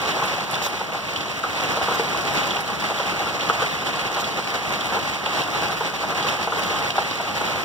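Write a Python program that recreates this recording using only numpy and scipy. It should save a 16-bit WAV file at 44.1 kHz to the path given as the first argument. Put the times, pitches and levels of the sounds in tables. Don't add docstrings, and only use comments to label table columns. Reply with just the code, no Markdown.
import sys
import numpy as np
from scipy import signal
from scipy.fft import rfft, irfft, next_fast_len
from scipy.io import wavfile

SR = 44100
rng = np.random.default_rng(int(sys.argv[2]) if len(sys.argv) > 2 else 0)


def output_pcm(signal):
    pcm = np.clip(np.atleast_2d(signal).T, -1, 1) * 32767
    wavfile.write(sys.argv[1], SR, np.round(pcm).astype(np.int16))


N = 336924

# (time [s], strength about the mean [dB])
FLURRIES = [(0.0, 2), (0.2, 1.5), (0.4, 0.1), (0.66, 1), (0.72, -3.5), (1.33, -3.5), (1.85, 2.5),
            (2.06, 0.1), (2.38, 3), (2.7, -1.7), (2.95, 0.6), (3.95, -1.3), (4.22, 1.2), (4.4, -3),
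            (5.02, 3.5), (5.16, -3.5), (5.3, 0), (5.75, 1.8), (5.95, -3.4), (6.2, 2), (6.38, -2),
            (6.62, 2.1), (7.1, -2.3), (7.64, 2.2)]
# (frequency [Hz], gain [dB])
GROUND_SPECTRUM = [(50, -48.5), (200, -6.5), (500, 2.5), (1000, 1), (1600, -5.5), (2200, -1), (3100, -3.5),
                   (4000, -7.5), (6000, -13), (8000, -19), (10500, -27), (12500, -27.5), (15500, -24)]
# (frequency [Hz], width [Hz], gain [dB])
SHEET_MODES = [(374.2, 31, 0.5), (475, 53, 1.5), (643, 82, -1.5), (729, 51, 1), (809, 83, -2),
               (1090, 167, -6), (1260, 160, -6), (1540, 250, -8.5)]
# (time [s], relative level [dB], spot pitch [Hz], relative panel ring [dB])
ROOF_KNOCKS = [(0.219, -11.5, 1000, -30), (0.664, -13.5, 776, -46), (0.807, -15, 840, -36),
               (0.948, -14, 730, -34), (1.437, -10.5, 1300, -34), (1.771, -11, 710, -29),
               (1.814, -10, 730, -29), (1.884, -10, 765, -24), (1.911, -10.5, 1000, -36),
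               (1.997, -12.5, 600, -17.5), (2.148, -14.5, 980, -35), (2.464, -18, 1030, -43),
               (2.901, -14, 720, -36), (2.996, -12, 770, -37), (3.202, -12.5, 724, -40),
               (3.268, -17, 1120, -30), (3.498, -5.5, 1060, -22.5), (3.621, -11.5, 1230, -23),
               (4.845, -17, 700, -36), (4.924, -13.5, 794, -41), (4.966, -12, 830, -24),
               (5.262, -11, 776, -35), (5.808, -11.5, 853, -23), (6.035, -11.5, 813, -45),
               (6.473, -11.5, 649, -28), (6.523, -11.5, 1040, -30), (6.981, -4, 746, -50),
               (7.199, -11.5, 606, -44)]
# (time [s], relative level [dB], ring [Hz])
PAVING_TICKS = [(0.1148, -17, 3100), (0.5424, -12.5, 3430), (1.1606, -11.5, 3080), (1.2072, -17.5, 3150),
                (2.5066, -12.5, 3320), (2.5656, -14, 2800), (3.408, -13, 3020), (3.8665, -14, 3080),
                (4.242, -13.5, 3310), (4.8075, -16, 3300), (5.2594, -10.5, 2640), (5.4176, -14, 3000),
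                (5.5722, -23, 3350), (6.2262, -14, 3430), (6.2848, -11.5, 2920), (6.7855, -18, 3170),
                (6.903, -11.5, 2800), (7.111, -17, 3800)]
# (time [s], relative level [dB], ring [Hz])
METAL_TINKS = [(0.2558, -24, 10300), (0.511, -22.5, 9400), (0.6818, -25, 9890), (2.6075, -24, 10100),
               (5.7882, -28, 14700), (7.6136, -28, 14000)]
# (frequency [Hz], gain [dB])
RUMBLE_SPECTRUM = [(22, -42), (34, -31), (52, -16.5), (70, -12), (105, -6), (150, -1), (200, 1),
                   (255, -2.5), (310, 2), (420, -9.5), (700, -3), (2000, -33)]
# (time [s], length [s], relative level [dB], squeaky share [0-1])
FINGER_RUBS = [(0.073, 0.04, -46, .2), (0.618, 0.061, -29.5, 0.1), (1.938, 0.023, -33.5, .85),
               (4.195, 0.029, -31.5, 0.1), (5.783, 0.086, -47, 0.1), (6.27, 0.024, -36, 0.4)]
# (frequency [Hz], width [Hz], gain [dB])
CASE_MODES = [(3950, 1000, 13), (6650, 1000, 10.5), (7670, 300, 6.5), (8560, 340, 6), (12500, 4100, -2),
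              (15000, 1200, 3)]
# (frequency [Hz], side gain [dB])
SIDE_SPECTRUM = [(100, 22), (500, -21), (750, -21), (1100, 8), (1600, 1), (15000, 0)]
# (frequency [Hz], gain [dB])
CROSS_FEED_SPECTRUM = [(150, -25), (500, -6), (1100, -.9), (2200, -.8), (4400, -3.3), (7000, -6.3),
                       (9000, -5), (10000, -2.5), (11000, -7), (16000, -12)]


def ground(near_per_s=130, spread_db=3.5, splash_t60_s=0.016, porch_t60_s=0.36, spots=10):
    echoes = [scatter(splash_t60_s) + from_db(3) * scatter(porch_t60_s) for _ in range(spots)]
    splashes = sum(impacts(stones(near_per_s / spots, spread_db), echo) for echo in echoes)
    pellets = from_db(-8) * rms_one(chinks())
    far_hiss = from_db(-1) * rng.standard_normal((2, N))
    patter = pellets + from_db(-3.5) * rms_one(splashes) + far_hiss
    return rms_one(colour(patter, GROUND_SPECTRUM))


def chinks(t60_s=0.016, spread_db=1.5, count=9000, size=600):
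    when, pitch, rank, mid_phase, side_phase = rng.random((count, 5)).T[:, :, None]
    t_s = np.arange(size) / SR
    hz = 1500 + 14500 * pitch
    envelope = from_db(spread_db * np.minimum(-np.log(rank), 3) - 60 * t_s / t60_s)
    samples = ((when * N).astype(int) + np.arange(size)).ravel()
    rings = (envelope * np.sin(2 * np.pi * (hz * t_s + phase)) for phase in (mid_phase, side_phase))
    return np.array([np.bincount(samples, ring.ravel(), N)[:N] for ring in rings])


def drumming(per_s=340, spread_db=2.8, flex_t60_s=0.045, spots=10):
    blows = sum(impacts(stones(per_s / spots, spread_db), scatter(flex_t60_s)) for _ in range(spots))
    return rms_one(body(blows, SHEET_MODES))


def knocks(spot_width_hz=240, panel_hz=462, panel_width_hz=26, band_hz=(350, 2000)):
    out = np.zeros((2, N))
    soften = signal.butter(2, band_hz, "band", fs=SR, output="sos")
    for time_s, level_db, spot_hz, hollow_db in ROOF_KNOCKS:
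        shake = scatter(t60_s=0.05, hold_s=0.006)
        echo = from_db(-5.5) * scatter(t60_s=0.28)
        contact = signal.unit_impulse(shake.shape[1])
        blow = shake + echo + 0.59 * contact
        thump = resonate(blow, spot_hz, spot_width_hz) + from_db(-4) * body(blow, SHEET_MODES)
        ring = resonate(contact, panel_hz, panel_width_hz)
        hollow = from_db(hollow_db + 8) * ring / np.abs(ring).max() * [[1], [0]]
        add(out, time_s, at_peak(signal.sosfilt(soften, thump), level_db) + hollow)
    return out


def hard_hits(hits, ring_width_hz, crack_db, crack_t60_s, echo_t60_s, echo_db):
    out = np.zeros((2, N))
    for time_s, level_db, hz in hits:
        blow = scatter(crack_t60_s) + from_db(echo_db) * scatter(echo_t60_s)
        crack = resonate(resonate(blow, hz, hz), hz, hz)
        ring = resonate(crack, hz, ring_width_hz)
        add(out, time_s, at_peak(ring + from_db(crack_db) * crack, level_db))
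    return out


def shatters(per_s=30, spread_db=3, t60_s=0.0054, highpass_hz=4500, spots=8):
    cracks = sum(impacts(stones(per_s / spots, spread_db), scatter(t60_s)) for _ in range(spots))
    brighten = signal.butter(2, highpass_hz, "high", fs=SR, output="sos")
    return rms_one(signal.sosfilt(brighten, colour(cracks, GROUND_SPECTRUM)))


def rumble(right_lag_s=0.00075, bass_hz=48, bass_width_hz=68):
    mid, side = rng.standard_normal((2, N)) * from_db([[0], [-13]])
    left = colour(mid + side, RUMBLE_SPECTRUM)
    right = colour(mid - side, RUMBLE_SPECTRUM, right_lag_s)
    bass = from_db(4) * resonate(left, bass_hz, bass_width_hz)
    return rms_one(np.array([left + bass, right]))


def rubs(slip_hz=1262, jitter=0.064):
    out = np.zeros((2, N))
    for time_s, length_s, level_db, squeaky in FINGER_RUBS:
        size = int(length_s * SR)
        cycles = np.cumsum(slip_hz * (1 + jitter * rng.standard_normal(size))) / SR
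        slips = rms_one(np.diff(np.floor(cycles), prepend=0))
        friction = np.sqrt(squeaky) * slips + np.sqrt(1 - squeaky) * rng.standard_normal((2, size))
        envelope = from_db(level_db) * signal.windows.tukey(size, 0.3)
        add(out, time_s, envelope * rms_one(body(friction, CASE_MODES)))
    return out


def stones(per_s, spread_db):
    lands = rng.random(N) < per_s / SR
    return lands * rng.choice([-1, 1], N) * from_db(spread_db * np.minimum(rng.exponential(1, N), 2))


def impacts(impulses, response):
    return signal.oaconvolve(impulses[None], response, axes=1)[:, :N]


def scatter(t60_s, hold_s=0, size=12000):
    decay_s = np.maximum(np.arange(size) / SR - hold_s, 0)
    tail = rng.standard_normal((2, size)) * from_db(-60 * decay_s / t60_s)
    return tail / np.sqrt(np.sum(tail ** 2, axis=1, keepdims=True))


def clusters(rate_hz=14.6, settle=2000, hop=40):
    r = np.exp(-2 * np.pi * rate_hz * hop / SR)
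    noise = rng.standard_normal(N // hop + 2 * settle)
    drift = signal.lfilter([1], [1, -2 * r, r * r], noise)[settle:]
    return np.interp(np.arange(N) / hop, np.arange(len(drift)), rms_one(drift))


def surface_gain(shower_db, gain_db, follows, own_clusters_db=1.11):
    return from_db(gain_db + follows * shower_db + own_clusters_db * clusters())


def resonate(x, hz, width_hz):
    r = np.exp(-np.pi * width_hz / SR)
    poles = [1, -2 * r * np.cos(2 * np.pi * hz / SR), r * r]
    return signal.lfilter(np.array([1, 0, -1]) * (1 - r * r) / 2, poles, x + 1e-18)


def body(x, modes):
    return sum((-1) ** k * from_db(db) * resonate(x, hz, width_hz)
               for k, (hz, width_hz, db) in enumerate(modes))


def colour(x, spectrum, lag_s=0):
    size = next_fast_len(x.shape[-1] + 4096)
    hz = np.arange(size // 2 + 1) * SR / size
    points_hz, db = np.transpose(spectrum)
    gain = from_db(np.interp(np.log(hz + 1), np.log(points_hz), db))
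    delay = np.exp(-2j * np.pi * hz * lag_s)
    return irfft(rfft(x, size) * gain * delay, size)[..., :x.shape[-1]]


def at_ports(mid_side, right_db):
    mid, side = mid_side[0], colour(mid_side[1], SIDE_SPECTRUM)
    return np.array([mid + side, mid - side]) * from_db([[-right_db / 2], [right_db / 2]])


def at_peak(hit, peak_db, body_s=0.045):
    energy = np.sum(hit ** 2, axis=1, keepdims=True)
    return from_db(peak_db) * hit * np.sqrt(body_s * SR / energy) / (2 * np.pi)


def add(out, time_s, sound):
    start = round(time_s * SR)
    out[:, start:start + sound.shape[1]] += sound[:, :N - start]


def from_db(db):
    return 10 ** (np.asarray(db) / 20)


def rms_one(x):
    return x / np.sqrt(np.mean(x ** 2) + 1e-20)


def scene():
    shower_db = np.interp(np.arange(N) / SR, *np.transpose(FLURRIES)) + 1.31 * clusters()
    patter = surface_gain(shower_db, gain_db=-32.5, follows=0.75) * ground()
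    clicks = from_db(shower_db - 50.5) * shatters()
    yard = at_ports(patter + clicks, right_db=6)
    drum = surface_gain(shower_db, gain_db=-34, follows=1.06) * drumming()
    roof = at_ports(drum + from_db(-4) * knocks(), right_db=-0.3)
    boom = surface_gain(shower_db, gain_db=-36, follows=0.87) * rumble()
    ticks = hard_hits(PAVING_TICKS, ring_width_hz=400, crack_db=-8, crack_t60_s=0.04,
                      echo_t60_s=0.12, echo_db=-3)
    tinks = hard_hits(METAL_TINKS, ring_width_hz=900, crack_db=4, crack_t60_s=0.01,
                      echo_t60_s=0.065, echo_db=9)
    near = at_ports(from_db(-9) * ticks + from_db(-11) * tinks, right_db=7)
    hand = rubs() * from_db([[-5], [1]])
    return yard + roof + boom + near + hand


def record(dry):
    wide = dry - colour(dry[::-1], CROSS_FEED_SPECTRUM, lag_s=0.000451)
    cutoff_hz = 15720
    return signal.sosfilt(signal.ellip(12, 0.2, 80, cutoff_hz, fs=SR, output="sos"), wide)


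dry = scene()
out = record(dry)
output_pcm(out)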